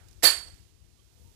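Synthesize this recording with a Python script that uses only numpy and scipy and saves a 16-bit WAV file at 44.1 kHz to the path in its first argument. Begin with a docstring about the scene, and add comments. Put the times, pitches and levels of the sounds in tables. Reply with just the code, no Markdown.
"""A sledgehammer hits a steel wedge in a log, once, in a quiet yard beside a woodpile.
The impact excites the modes of the steel, which clang and beat, and the damped modes of the log,
which knocks and cracks; the stacked wood scatters the blow into a dense, short tail. Loose wood
settles, chips tick and a sandal scuffs over faint leaves and far tones. Nearly all of it reaches
the right channel; a light wind rumbles on the left port."""
import sys
import numpy as np
from scipy import signal
from scipy.fft import rfft, irfft, next_fast_len
from scipy.io import wavfile

SR = 44100
rng = np.random.default_rng(int(sys.argv[2]) if len(sys.argv) > 2 else 0)


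def dump_mix(stems):
    """Bounce the given channels to the path in sys.argv[1] as a 16-bit WAV at rate SR."""
    frames = np.atleast_2d(stems).T  # one column per channel
    limited = np.clip(frames, -1, 1)  # hard clip at full scale
    pcm = np.round(limited * 32767).astype(np.int16)
    wavfile.write(sys.argv[1], SR, pcm)


N = 59535
T = np.arange(N) / SR
BLOW_S = .2305

# spectrum of cracking wood: (frequency [Hz], relative density [dB])
CRACK_SPECTRUM = [(100, -21), (220, -23.5), (330, -5.5), (700, -6.5), (1100, -3.5), (1800, 0), (2600, -1.5),
                  (4700, -0.5), (6000, -5), (8100, 0.5), (9400, -7), (10500, 3.5), (12200, -5),
                  (13000, 0.5), (14800, -9)]


def from_db(db):
    """Amplitude ratio of a level in decibels."""
    return 10 ** (np.asarray(db) / 20)


def rms_one(x):
    """Normalisation to unit mean power."""
    return x / np.sqrt(np.mean(x ** 2) + 1e-20)


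def at_hz(points, hz):
    """Interpolation on a logarithmic frequency axis."""
    f, v = np.transpose(points)
    return np.interp(np.log(np.maximum(hz, 1)), np.log(f), v)


def envelope(points):
    """Amplitude envelope through (time [s], level [dB]) rows."""
    return from_db(np.interp(T, *np.transpose(points)))


def colour(x, spectrum):
    """Minimum-phase filtering by (frequency [Hz], gain [dB]) rows: a folded cepstrum makes it causal."""
    size = 2 * next_fast_len(N)
    gain = from_db(at_hz(spectrum, np.fft.rfftfreq(size, 1 / SR)))
    cepstrum = irfft(np.log(gain))
    cepstrum[1:size // 2] *= 2
    cepstrum[size // 2 + 1:] = 0
    return irfft(rfft(x, size) * np.exp(rfft(cepstrum)))[:N]


def noise(spectrum):
    """Spectrally shaped Gaussian noise of unit power."""
    return rms_one(colour(rng.standard_normal(N), spectrum))


def decay(start, t60):
    """Exponential damping: 1 until the start, then falling 60 dB per t60."""
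    return np.exp(-np.log(1000) * np.maximum(T - start, 0) / t60)


def burst(spectrum, start, t60):
    """A noise transient with a step onset and exponential decay."""
    return noise(spectrum) * (T > start) * decay(start, t60)


def flutter(rate_hz):
    """Rayleigh fading: echoes of random phase sum to a slow complex gain of unit power."""
    z = rng.standard_normal((2, N + SR // 10))
    z = signal.sosfilt(signal.butter(2, rate_hz, fs=SR, output="sos"), z)[:, -N:]
    return (rms_one(z[0]) + 1j * rms_one(z[1])) / np.sqrt(2)


def wind():
    """Turbulent pressure on the port makes a gusting rumble."""
    # rumble: (frequency [Hz], relative density [dB])
    spectrum = [(20, -16), (40, 2.5), (62, 1.5), (100, 0.5), (140, -10.5), (200, -14.5), (320, -25),
                (500, -40), (1000, -58)]
    # gusts: (time [s], level [dB])
    gusts = [(0, -52), (.3, -50), (.55, -49.5), (.7, -57.5), (.85, -53.5), (1.1, -59), (1.25, -48.5),
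             (1.35, -56)]
    return envelope(gusts) * noise(spectrum)


def ambience():
    """Leaves and far surroundings add incoherently to a noise floor."""
    # ambient noise: (frequency [Hz], relative density [dB])
    spectrum = [(40, -9), (200, -6), (330, 13), (520, 3.5), (750, 1), (1100, -2.5), (1900, -3), (2800, 0.5),
                (6000, 1.5), (10000, -2.5), (15000, -10.5)]
    # its slow drift: (time [s], level [dB])
    drift = [(0, -61.5), (.2, -60.5), (.6, -60), (.75, -64.5), (.95, -63.5), (1.35, -62)]
    return envelope(drift) * noise(spectrum)


def far_tones():
    """Random modulation blurs short, distant tones into narrow bands."""
    # faint tones: (time [s], duration [s], frequency [Hz], level [dB])
    tones = [(.975, 0.053, 3200, -65.5), (0.968, 0.063, 1150, -69.5), (1.161, 0.0842, 485, -63),
             (1.207, 0.11, 925, -64)]
    out = 0
    for start, length, hz, db in tones:
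        swell = np.sin(np.pi * np.clip((T - start) / length, 0, 1))
        tone = flutter(rate_hz=.019 * hz) * np.exp(2j * np.pi * hz * T)
        out = out + from_db(db) * swell * tone.real
    return out


def woody_tail():
    """A faint woody noise decays exponentially from the very start."""
    # woody colour: (frequency [Hz], relative density [dB])
    spectrum = [(200, -9), (700, 2.5), (1100, -3), (1500, 3.5), (1850, 0.5), (2600, -6.5), (6000, -13.5),
                (15000, -25)]
    return from_db(-59.5) * burst(spectrum, start=0, t60=.7)


def scuff():
    """Friction of a sandal dragged over dry earth gives a soft swell of hiss."""
    # friction noise: (frequency [Hz], relative density [dB])
    spectrum = [(300, 9), (900, 6), (1800, -32.5), (2700, -2.5), (4200, -4), (8000, 0.5), (15000, -1.5)]
    centre_s, width_s = 1.25, .12
    return from_db(-63.5) * np.exp(-((T - centre_s) / width_s) ** 2) * noise(spectrum)


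def grit():
    """Tiny impacts of chips and grit underfoot radiate brief, bright transients."""
    # ticks: (time [s], level [dB])
    ticks = [(0.085, -50), (0.111, -52.5), (0.129, -55), (0.544, -52.5), (1.045, -61)]
    pulses = sum(from_db(db) * (T > start) * decay(start, t60=.03) for start, db in ticks)
    return pulses * noise([(300, -19), (2000, -9), (5000, 6), (15000, -3)])


def wood_modes(start, push_s=0):
    """Modal vibration of a struck log: damped sinusoids that decay once the push ends."""
    # the log's modes, by column: (frequency [Hz]), (level [dB]), (60 dB decay time [s])
    pitches = [165, 320, 365, 490, 560, 705, 780, 900]
    levels = [-36.5, -23.5, -34.5, -23, -28, -20.5, -28.5, -29]
    ring_times = [0.096, 0.069, 0.14, 0.11, 0.18, 0.086, .1, 0.093]
    age = np.maximum(T - start, 0)
    return sum(from_db(db) * np.sin(2 * np.pi * hz * age) * decay(start + push_s, t60)
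               for hz, db, t60 in zip(pitches, levels, ring_times))


def settling():
    """Loose wood settles: each soft impact excites the wood's modes and a clack of contact noise."""
    # knocks: (time [s], gain [dB])
    knocks = [(.462, -36.5), (.482, -33.5), (.57, -51)]
    clack = [(300, -17), (1800, -10), (5000, 2.5), (12000, -20)]
    return sum(from_db(db) * (wood_modes(start) + from_db(-13.5) * burst(clack, start, t60=.045))
               for start, db in knocks)


def thud():
    """Ground-borne shock carries the low frequencies of the blow."""
    # dull shock: (frequency [Hz], relative density [dB])
    spectrum = [(30, -6), (70, -3), (160, 0.5), (300, -4.5), (700, -26)]
    return from_db(-38.5) * burst(spectrum, BLOW_S, t60=.14)


def ground_bounce(x, delay_s=.0029, reflection=.16):
    """Comb filtering: one reflection off the hard earth interferes with the direct sound."""
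    return x + reflection * np.interp(T - delay_s, T, x)


def scattered_crack(rise_s=.012, hold_s=.025):
    """Diffuse scattering by split logs gives a tail that dulls; the trees return a longer, faint one."""
    # reverberation of the woodpile: (frequency [Hz], 60 dB decay time [s])
    decay_times = [(200, .3), (700, .33), (2000, 0.31), (5000, .3), (10000, .26), (15000, 0.11)]
    spectrum, hz = rfft(noise(CRACK_SPECTRUM)), np.fft.rfftfreq(N, 1 / SR)
    woodpile = 0
    for centre, t60 in decay_times:
        band = at_hz([(f, float(f == centre)) for f, _ in decay_times], hz)
        woodpile = woodpile + irfft(spectrum * band, N) * decay(BLOW_S + hold_s, t60)
    lowpass = signal.butter(1, 5000, fs=SR, output="sos")
    trees = signal.sosfilt(lowpass, noise(CRACK_SPECTRUM)) * decay(BLOW_S, t60=.68)
    rise = np.sqrt(np.clip((T - BLOW_S) / rise_s, 0, 1))
    return rise * (from_db(-12.5) * woodpile + from_db(-29.5) * trees)


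def splitting_log(push_s=.008):
    """Forced vibration and fracture: the wedge drives the log's modes up and snaps fibres in jerks."""
    # bites of the wedge: (time after the blow [s], relative level [dB])
    jerks = [(.001, -13.5), (.0062, 1.5), (0.0114, -11)]
    push = np.clip((T - BLOW_S) / push_s, 0, 1)
    snaps = sum(from_db(db - 27.5) * burst(CRACK_SPECTRUM, BLOW_S + delay, t60=.02)
                for delay, db in jerks)
    return push * wood_modes(BLOW_S, push_s) + snaps


def first_touch(start=.2251, t60=.22):
    """Light contact of the head just before the blow gives resonant noise, as (left, right)."""
    # contact noise on the left and on the right: (frequency [Hz], relative density [dB])
    left_spectrum = [(250, -0.5), (700, -1.5), (1850, 2.5), (3500, -5.5), (4600, -2.5), (6000, -23),
                     (9000, -24), (11000, -11), (15000, -17)]
    right_spectrum = [(200, -19), (1200, -14.5), (1850, 1), (2600, -14), (3800, -17), (4900, 6),
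                      (6200, -12.5), (7500, -2.5), (9000, -24.5), (11000, -13), (15000, -15)]
    right = from_db(-29.5) * burst(right_spectrum, start, t60)
    left = from_db(-38) * burst(left_spectrum, start, t60)
    return left, right


def steel_modes(pitches, levels, lift_db, swell_s, lift_t60, hold_s=.049):
    """Free vibration: modes swell as early echoes gather, then ring out, wavering by interference."""
    # damping of the steel: (frequency [Hz], 60 dB decay time [s])
    ring_times = [(1500, .33), (4500, 0.39), (8000, 0.47), (11000, .27), (15000, .2)]
    age, out = np.maximum(T - BLOW_S, 0), 0
    swell = np.minimum(age / swell_s, 1)
    echo_lift = 1 + (from_db(lift_db) - 1) * decay(BLOW_S + hold_s, lift_t60)
    for hz, db in zip(pitches, levels):
        scattered = from_db(-1.5) * flutter(rate_hz=34)
        tone = (1 + scattered) * np.exp(2j * np.pi * hz * age)
        out = out + from_db(db) * tone.imag * decay(BLOW_S + hold_s, at_hz(ring_times, hz))
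    return out * swell * echo_lift


def clang():
    """Impact excites the normal modes of head and wedge; closely spaced ones beat."""
    # the wedge's beating cluster, by column: (frequency [Hz]), (level before the echo lift [dB])
    wedge_hz = [4410, 4455, 4495, 4520, 4548, 4616, 4687, 4790]
    wedge_db = [-34.5, -24, -24.5, -31, -31, -32, -34, -36.5]
    # other modes of head and wedge, by column: (frequency [Hz]), (level before the echo lift [dB])
    other_hz = [1501, 1757, 1823, 3217, 3895, 7240, 7950, 8165, 8800, 10192, 10655, 11512, 12345, 14930]
    other_db = [-42.5, -40, -34.5, -38, -38, -38.5, -42, -33.5, -34.5, -36.5, -30.5, -38, -34.5, -38.5]
    cluster = steel_modes(wedge_hz, wedge_db, lift_db=8.5, swell_s=.03, lift_t60=.15)
    return cluster + steel_modes(other_hz, other_db, lift_db=6.5, swell_s=.01, lift_t60=.06)


def scene():
    """Superposition in two channels: the blow and the yard lean hard right, the wind sits left."""
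    # the blow's left channel relative to its right: (frequency [Hz], gain [dB])
    left_response = [(60, 4.5), (170, -3), (380, -27.5), (700, -24), (1800, -30), (4400, -43),
                     (7000, -55.5), (12000, -40.5)]
    other_paths = .22   # share of the left scatter's power that is uncorrelated with the right
    body = clang() + splitting_log()
    scatter = ground_bounce(scattered_crack())
    touch_left, touch_right = first_touch()
    shock = thud()
    scatter_left = np.sqrt(1 - other_paths) * scatter + np.sqrt(other_paths) * scattered_crack()
    blow_left = colour(body + scatter_left, left_response) + touch_left + shock
    blow_right = body + scatter + touch_right + shock
    left = blow_left + from_db(-31) * ambience() + wind()
    right = blow_right + settling() + grit() + scuff() + far_tones() + ambience() + woody_tail()
    return np.array([left, right])


def record(dry, low_hz=38, high_hz=15300, ceiling=1.05):
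    """Band limiting and soft saturation: the deepest rumble is cut, peaks are rounded, the top is cut."""
    x = signal.sosfilt(signal.butter(3, low_hz, "high", fs=SR, output="sos"), dry)
    rounded = ceiling * np.tanh(x / ceiling)
    return signal.sosfilt(signal.ellip(10, .2, 80, high_hz, fs=SR, output="sos"), rounded)


dry = scene()
out = record(dry)
dump_mix(out)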